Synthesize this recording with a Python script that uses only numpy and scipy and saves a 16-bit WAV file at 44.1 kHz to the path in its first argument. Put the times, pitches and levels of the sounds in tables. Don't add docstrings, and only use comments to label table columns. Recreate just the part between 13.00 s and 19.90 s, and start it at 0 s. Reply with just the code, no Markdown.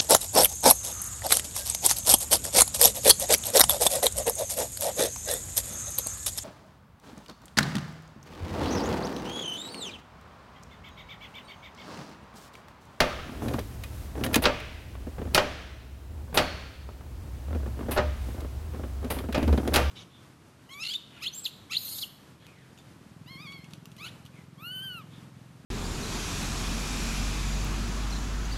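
import sys
import numpy as np
from scipy import signal
from scipy.fft import rfft, irfft, next_fast_len
from scipy.io import wavfile
from scipy.ndimage import map_coordinates

SR = 44100
rng = np.random.default_rng(int(sys.argv[2]) if len(sys.argv) > 2 else 0)


def generate_wav(signal):
    frames = np.transpose(np.atleast_2d(signal))
    scaled = np.clip(frames, -1, 1) * 32767
    pcm = np.round(scaled).astype(np.int16)
    wavfile.write(sys.argv[1], SR, pcm)


N = 304290

# start_s, length_s, rubbing_db, rattle_db (levels before each layer's own trims)
PUSHES = [(0.241, 0.2, -40, -48.5), (0.409, 0.16, -30.5, -40), (1.149, 0.173, -34, -42),
          (2.182, 0.17, -49, -43.5), (3.099, 0.23, -49, -55.5), (4.457, 0.24, -54, -48),
          (4.764, 0.14, -44.5, -45), (5.25, 0.22, -52, -47.5), (5.731, 0.12, -50, -45),
          (6.01, 0.24, -45, -43.5), (6.327, 0.49, -34.5, -39.5)]
# pitch_hz (before detuning), level_db (relative), t60_s
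STEEL_MODES = [(1188, 3, 0.3), (1380, -12, 1), (1573, -6, 0.62), (1715, 5, 0.099), (1848, 5, 0.17),
               (2170, 2.5, 0.23), (2474, 6, 0.27), (2830, -2, 0.23), (3196, 2, 0.26), (3960, 5, 0.09),
               (4400, -16, 0.42), (4520, -7, .4), (4890, -9, 0.35), (5830, -11, 0.31)]
# frequency_hz, level_db (relative)
EDGE_SPECTRUM = [(3000, -20), (6000, 4), (8000, -1.5), (10500, 3), (13000, -0.5), (16000, -9)]


def amp(db):
    return 10 ** (np.asarray(db) / 20)


def unit(x):
    return x / np.sqrt(np.mean(x ** 2) + 1e-20)


def along(points, hz):
    f, v = np.transpose(points)
    return np.interp(np.log(hz + 1), np.log(f + 1), v)


def wobble(rate):
    knots = rng.standard_normal(int(N * rate / SR) + 4)
    return map_coordinates(knots, [np.arange(N) * rate / SR])


def colour(x, spectrum):
    gain = amp(along(spectrum, np.fft.rfftfreq(len(x), 1 / SR)))
    return unit(irfft(rfft(x) * gain, len(x)))


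def noise(spectrum, size=SR):
    return colour(rng.standard_normal(size), spectrum)


def fade(t60, attack):
    t = np.arange(SR) / SR
    decay = np.exp(-np.log(1000) * t / t60)
    return decay * (1 - np.exp(-t / attack))


def burst(source, decay, attack, stretch=1, count=8):
    spectrum, centres = rfft(source), np.geomspace(100, 16000, count)
    hz = np.fft.rfftfreq(SR, 1 / SR)
    out = np.zeros(SR)
    for share, centre in zip(np.eye(count), centres):
        band = irfft(spectrum * np.interp(hz, centres, share), SR)
        out += band * fade(stretch * along(decay, centre), attack)
    return out


def ring(modes, attack, scatter_db, detune=0.0148):
    t = np.arange(SR) / SR
    strengths = amp(scatter_db * rng.standard_normal(len(modes))) * rng.choice([-1, 1], len(modes))
    shifts = 1 + detune * rng.standard_normal(len(modes))
    out = np.zeros(SR)
    for strength, shift, (hz, db, t60) in zip(strengths, shifts, modes):
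        tone = np.sin(2 * np.pi * hz * shift * t)
        out += strength * amp(db) * tone * fade(t60, attack)
    return out


def add(track, s, sound):
    room = track[max(0, round(s * SR)):][:len(sound)]
    room += sound[:len(room)]


def cabin():
    # time_s, level_db (before trim and waver);
    # the peak at 6.53 s is a low boom as the hand shoves the console
    drone_levels = [(0, -46), (2.0, -43), (2.6, -39), (4.0, -41), (4.65, -35.5), (4.9, -40.5), (5.1, -33),
                    (5.6, -39.5), (6.3, -37.5), (6.48, -30.5), (6.53, -23), (6.59, -33.5), (6.9, -29.5)]
    # frequency_hz, level_db (relative)
    cabin_spectrum = [(20, -36), (45, 1.5), (80, 1.5), (115, -1), (150, -11.5), (250, -13), (500, -20),
                      (1000, -25.5), (2000, -32), (4000, -36.5), (8000, -39.5), (16000, -42)]
    drone_hz, wander_hz, waver_db = 69.5, 4.52, 2.5
    level_db = np.interp(np.arange(N) / SR, *np.transpose(drone_levels))
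    phase = 2 * np.pi * np.cumsum(drone_hz + wander_hz * wobble(16)) / SR
    drone = amp(level_db + 5.0 + waver_db * wobble(12)) * np.sin(phase)
    return drone + amp(-39.5) * noise(cabin_spectrum, size=N)


def regrips():
    # middle_s, length_s, level_db
    palm_slides = [(0.56, 0.68, -54), (0.98, 0.39, -54.5), (5.3, 0.3, -56)]
    # frequency_hz, level_db (relative)
    skin_spectrum = [(300, -12), (1500, 4.5), (4000, 2.5), (8000, 0), (13000, 2.5), (16000, -5)]
    t = np.arange(N) / SR
    speed = np.zeros(N)
    for middle, length, db in palm_slides:
        speed += amp(db) * np.cos(np.pi * np.clip((t - middle) / length, -.5, .5))
    flutter = amp(0.73 * wobble(18))
    return speed * flutter * noise(skin_spectrum, size=N)


def rubbing(hiss_db=-23):
    # frequency_hz, level_db (relative)
    rubbing_spectrum = [(30, -22), (120, 6), (165, -9.5), (225, 5), (330, -0.5), (480, -10.5), (700, -11.5),
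                        (1100, -21), (3000, -34.5), (6000, -40), (12000, -68)]
    push_attack_s, push_release_s = 0.022, 0.022
    grains_per_s = 2200
    t = np.arange(N) / SR
    load = np.zeros(N)
    for start, length, db, _ in PUSHES:
        rise = np.clip((t - start) / push_attack_s, 0, 1)
        release = np.exp(-np.maximum(t - start - length, 0) / push_release_s)
        load += amp(db) * rise * release
    slips = rng.standard_normal(N) * (rng.random(N) < grains_per_s / SR)
    hiss = amp(hiss_db) * noise(EDGE_SPECTRUM, size=N)
    return load * (colour(slips, rubbing_spectrum) + hiss)


def knock(db, tap_db):
    # frequency_hz, level_db (relative)
    bump_spectrum = [(30, -19), (120, 0), (165, -7), (235, 6), (330, -3), (480, -3), (700, -10.5),
                     (1000, -22.5), (1600, -23), (3500, -40.5), (10000, -50)]
    # frequency_hz, level_db (relative)
    tap_spectrum = [(150, -7), (400, 6), (650, 1.5), (950, -1), (1250, -1), (2000, -13.5), (3500, -17.5),
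                    (7000, -51), (14000, -38)]
    bump = amp(db + 9) * noise(bump_spectrum) * fade(0.1, 0.0014)
    tap_envelope = fade(0.022, 0.00078) + amp(-21) * fade(0.16, .004)
    tap = amp(tap_db + 10) * noise(tap_spectrum) * tap_envelope
    return bump + tap


def rattle():
    knocks_per_s, scatter_db = 38, 3
    tap_db = -3
    out = np.zeros(N)
    for start, length, _, db in PUSHES:
        chance = zip(rng.random(size=24), rng.standard_normal(size=24))
        for k, (late, strength) in enumerate(chance):
            delay = (k + late) / knocks_per_s
            if delay < length:
                level = db + scatter_db * strength
                add(out, start + delay, knock(level, level + tap_db))
    return out


def knocks():
    # start_s, bump_db, tap_db (levels before the knock's trims)
    firm_knocks = [(0.419, -37, -42), (0.541, -33, -35), (0.584, -33, -34), (1.362, -24, -23.5),
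                   (1.378, -28, -34), (1.952, -59, -41), (2.068, -37.5, -54), (2.182, -37, -41),
                   (2.216, -42, -43), (3.176, -54, -47), (3.327, -36.5, -42), (3.889, -53, -38.5),
                   (4.008, -63, -42.5), (4.529, -44.5, -42), (4.549, -34.5, -41.5), (4.66, -38, -44),
                   (4.808, -39.5, -41), (4.884, -32.5, -56), (5.745, -45, -43), (5.837, -45, -43),
                   (6.045, -38.5, -44), (6.287, -33, -46), (6.675, -30, -33)]
    out = np.zeros(N)
    for s, db, tap_db in firm_knocks:
        add(out, s, knock(db, tap_db))
    return out


def click(db, edge_db):
    # frequency_hz, level_db (relative)
    tick_spectrum = [(200, -9), (900, -2.5), (1800, -1), (3500, 0), (5000, -6.5), (7000, -34), (12000, -19)]
    tick_envelope = amp(7.0) * fade(0.027, 0.00087) + amp(-8.5) * fade(.14, 0.0082)
    tick = noise(tick_spectrum) * tick_envelope
    steel = amp(-11.5) * ring(STEEL_MODES, attack=0.0011, scatter_db=4.0) * fade(0.095, .0005)
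    edge_envelope = amp(11) * fade(0.02, 0.0023) + amp(-10) * fade(0.085, 0.0047)
    edge = noise(EDGE_SPECTRUM) * edge_envelope
    return amp(db) * (tick + steel) + amp(edge_db) * edge


def clicks():
    # start_s, tick_db, edge_db (levels before the click's trims)
    play_clicks = [(0.4822, -40, -45), (0.536, -40.5, -45), (0.59, -38, -42), (0.8361, -40, -44),
                   (1.2368, -30.5, -37), (1.2628, -38.5, -41), (1.342, -22, -25), (1.357, -21, -21),
                   (1.6, -42, -45.5), (5.4045, -49.5, -51), (6.0447, -47, -53), (6.1864, -39.5, -51),
                   (6.3253, -37, -45), (6.6759, -37, -40)]
    out = np.zeros(N)
    for s, db, edge_db in play_clicks:
        add(out, s, click(db, edge_db))
    return out


def judder(count=5):
    start_s, slip_every_s = 6.378, 0.0495
    bump_db, tap_db, tick_db, edge_db = -28.5, -37.5, -40, -48
    out = np.zeros(N)
    for k in range(count):
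        slip = knock(bump_db, tap_db) + click(tick_db, edge_db)
        add(out, start_s + k * slip_every_s, slip)
    return out


def scrapes():
    # start_s, level_db (before trim), length_s (where the cutoff halves the level)
    ramp_strokes = [(1.24, -31, 0.019), (1.328, -33.5, 0.028), (1.42, -29.5, 0.026), (2.34, -36, 0.04),
                    (3.343, -27, 0.051), (4.909, -30, 0.026), (4.933, -38.5, 0.039), (6.101, -30, 0.023),
                    (6.12, -40.5, 0.094), (6.734, -30, 0.041)]
    # frequency_hz, level_db (relative)
    scrape_spectrum = [(100, 13.5), (500, 14.5), (1300, 5), (2500, 3.5), (4500, -4), (7000, -11.5),
                       (8300, -7), (9600, 0.5), (13000, 1), (16000, -11)]
    out, t = np.zeros(N), np.arange(SR) / SR
    for s, db, length in ramp_strokes:
        slips = rng.standard_normal(SR) * amp(5.1 * rng.standard_normal(SR))
        stroke = fade(0.87, 0.0022) / (1 + (t / length) ** 4)
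        add(out, s, amp(db + 3) * stroke * colour(slips, scrape_spectrum))
    return out


def shimmer(uneven_db=0.5, uneven_hz=120):
    # start_s, level_db, t60_s (before the decay shares),
    # centre_hz (of the lifted region), width_hz, lift_db
    long_rings = [(0.004, -24, 1.08, 1260, 130, 7.5), (1.455, -24.5, 1.03, 2550, 800, 4),
                  (2.348, -30, 0.74, 6470, 2500, 14), (2.379, -20.5, 1.09, 2800, 700, 0.5),
                  (3.375, -20.5, 1.02, 4400, 130, 9.5), (4.975, -37.5, 1.1, 1800, 694, 0.5),
                  (6.346, -36.5, 0.49, 2510, 900, 17), (6.76, -25.5, 0.81, 4330, 1200, -0.5)]
    # frequency_hz, level_db (relative)
    ring_spectrum = [(100, 7.5), (400, 6), (620, 8), (950, -1), (1250, 1), (2500, -1.5), (3300, -4),
                     (4600, -10), (6000, -14.5), (7500, -23), (16000, -35)]
    # frequency_hz, share of the ring's t60 (ratio)
    decay_shares = [(100, 0.84), (600, 0.66), (1200, 0.92), (2500, 1), (4500, 1), (7000, 0.99), (14000, 1)]
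    out, hz = np.zeros(N), np.fft.rfftfreq(SR, 1 / SR)
    for s, db, t60, centre_hz, width_hz, lift_db in long_rings:
        random_levels = rng.standard_normal(size=1000)
        unevenness = uneven_db * map_coordinates(random_levels, [hz / uneven_hz], mode="wrap")
        lift = lift_db / (1 + ((hz - centre_hz) / width_hz) ** 2)
        source = unit(irfft(rfft(noise(ring_spectrum)) * amp(unevenness + lift), SR))
        add(out, s, amp(db) * burst(source, decay_shares, attack=0.0074, stretch=t60))
    return out


def clunks():
    # start_s, clank_db, knock_db, edge_db (before the layers' trims), crack_hz
    stop_hits = [(0.0038, -6.5, -12, -30.5, 1680), (1.4391, -17.5, -20.5, -53, 3870),
                 (1.4551, -6.5, -9.5, -38, 3800), (2.347, -6, -15.5, -21.5, 4600),
                 (2.3783, -3, -7, -34, 1205), (3.3715, -13, -12, -55.5, 704),
                 (3.3748, -1, -9.5, -23.5, 3920), (4.962, -30, -21.5, -67, 1400),
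                 (4.9747, -19, -18.5, -60, 1384), (6.346, -21.5, -24, -49, 2470),
                 (6.7402, -14, -20, -29.5, 4100), (6.7597, -10, -14, -27, 3900)]
    # pitch_hz (before detuning), level_db (relative), t60_s
    mount_modes = [(252, -13, 0.34), (385, -1, 0.11), (598, -2, 0.29), (626, -26, 0.79), (826, 0.5, 0.071),
                   (922, -15, 0.3), (1200, -19.5, 0.61), (1396, -5, 0.073)]
    # frequency_hz, level_db (relative)
    clank_spectrum = [(100, -13), (500, -57), (1000, -34), (1400, -7), (2500, 7.5), (4000, 3.5),
                      (5200, 2.5), (6500, -7.5), (8000, -11.5), (16000, -57)]
    # frequency_hz, level_db (relative)
    thud_spectrum = [(25, 0.5), (80, -5.5), (170, -4), (380, -8.5), (540, 2.5), (680, -1.5), (850, -2),
                     (980, -5.5), (1300, -3), (2000, -8.5), (6000, -79)]
    # frequency_hz, t60_s
    metal_decay = [(100, 0.25), (600, 0.22), (1500, 0.16), (4000, 0.097), (8000, 0.11), (16000, .05)]
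    out, t = np.zeros(N), np.arange(SR) / SR
    for s, clank_db, knock_db, edge_db, crack_hz in stop_hits:
        crack = amp(-7.5) * noise(clank_spectrum) * fade(0.0073, 0.0002)
        crack += amp(1.5) * np.sin(2 * np.pi * crack_hz * t) * fade(0.0045, 0.000063)
        clank = amp(-9.0) * burst(noise(clank_spectrum), metal_decay, attack=0.0015)
        clank += amp(-27) * ring(STEEL_MODES, attack=0.00067, scatter_db=1.5)
        hollow = amp(-1.0) * burst(noise(thud_spectrum), metal_decay, attack=0.0041)
        hollow += amp(-4.5) * ring(mount_modes, attack=0.0028, scatter_db=-1.5)
        edge_envelope = amp(2) * fade(0.0074, 0.00041) + amp(2) * fade(0.054, 0.00055)
        edge_envelope += amp(-11) * fade(0.33, 0.0022)
        edge = noise(EDGE_SPECTRUM) * edge_envelope
        add(out, s, amp(clank_db) * (crack + clank) + amp(knock_db) * hollow + amp(edge_db) * edge)
    return out


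def scene():
    handling = regrips() + rubbing() + rattle() + knocks() + judder()
    shifts = clicks() + scrapes() + shimmer() + clunks()
    return (cabin() + handling + shifts)[None]


def record(dry, threshold_db=-19, recovery_db=7.0):
    smoothing_s, top_hz = 0.006, 16000
    heard = signal.sosfilt(signal.butter(2, 250, "high", fs=SR, output="sos"), dry[0])
    step = 1 / (smoothing_s * SR)
    level_db = 10 * np.log10(signal.lfilter([step], [1, step - 1], heard ** 2) + 1e-12)
    ramp = recovery_db * np.arange(N) / SR
    excess_db = np.maximum(level_db - threshold_db, 0)
    duck_db = np.maximum.accumulate(excess_db + ramp) - ramp
    m = next_fast_len(N + SR // 2)
    passed = np.fft.rfftfreq(m, 1 / SR) < top_hz
    return irfft(rfft(dry * amp(-duck_db), m) * passed, m)[:, :N]


dry = scene()
out = record(dry)
generate_wav(out)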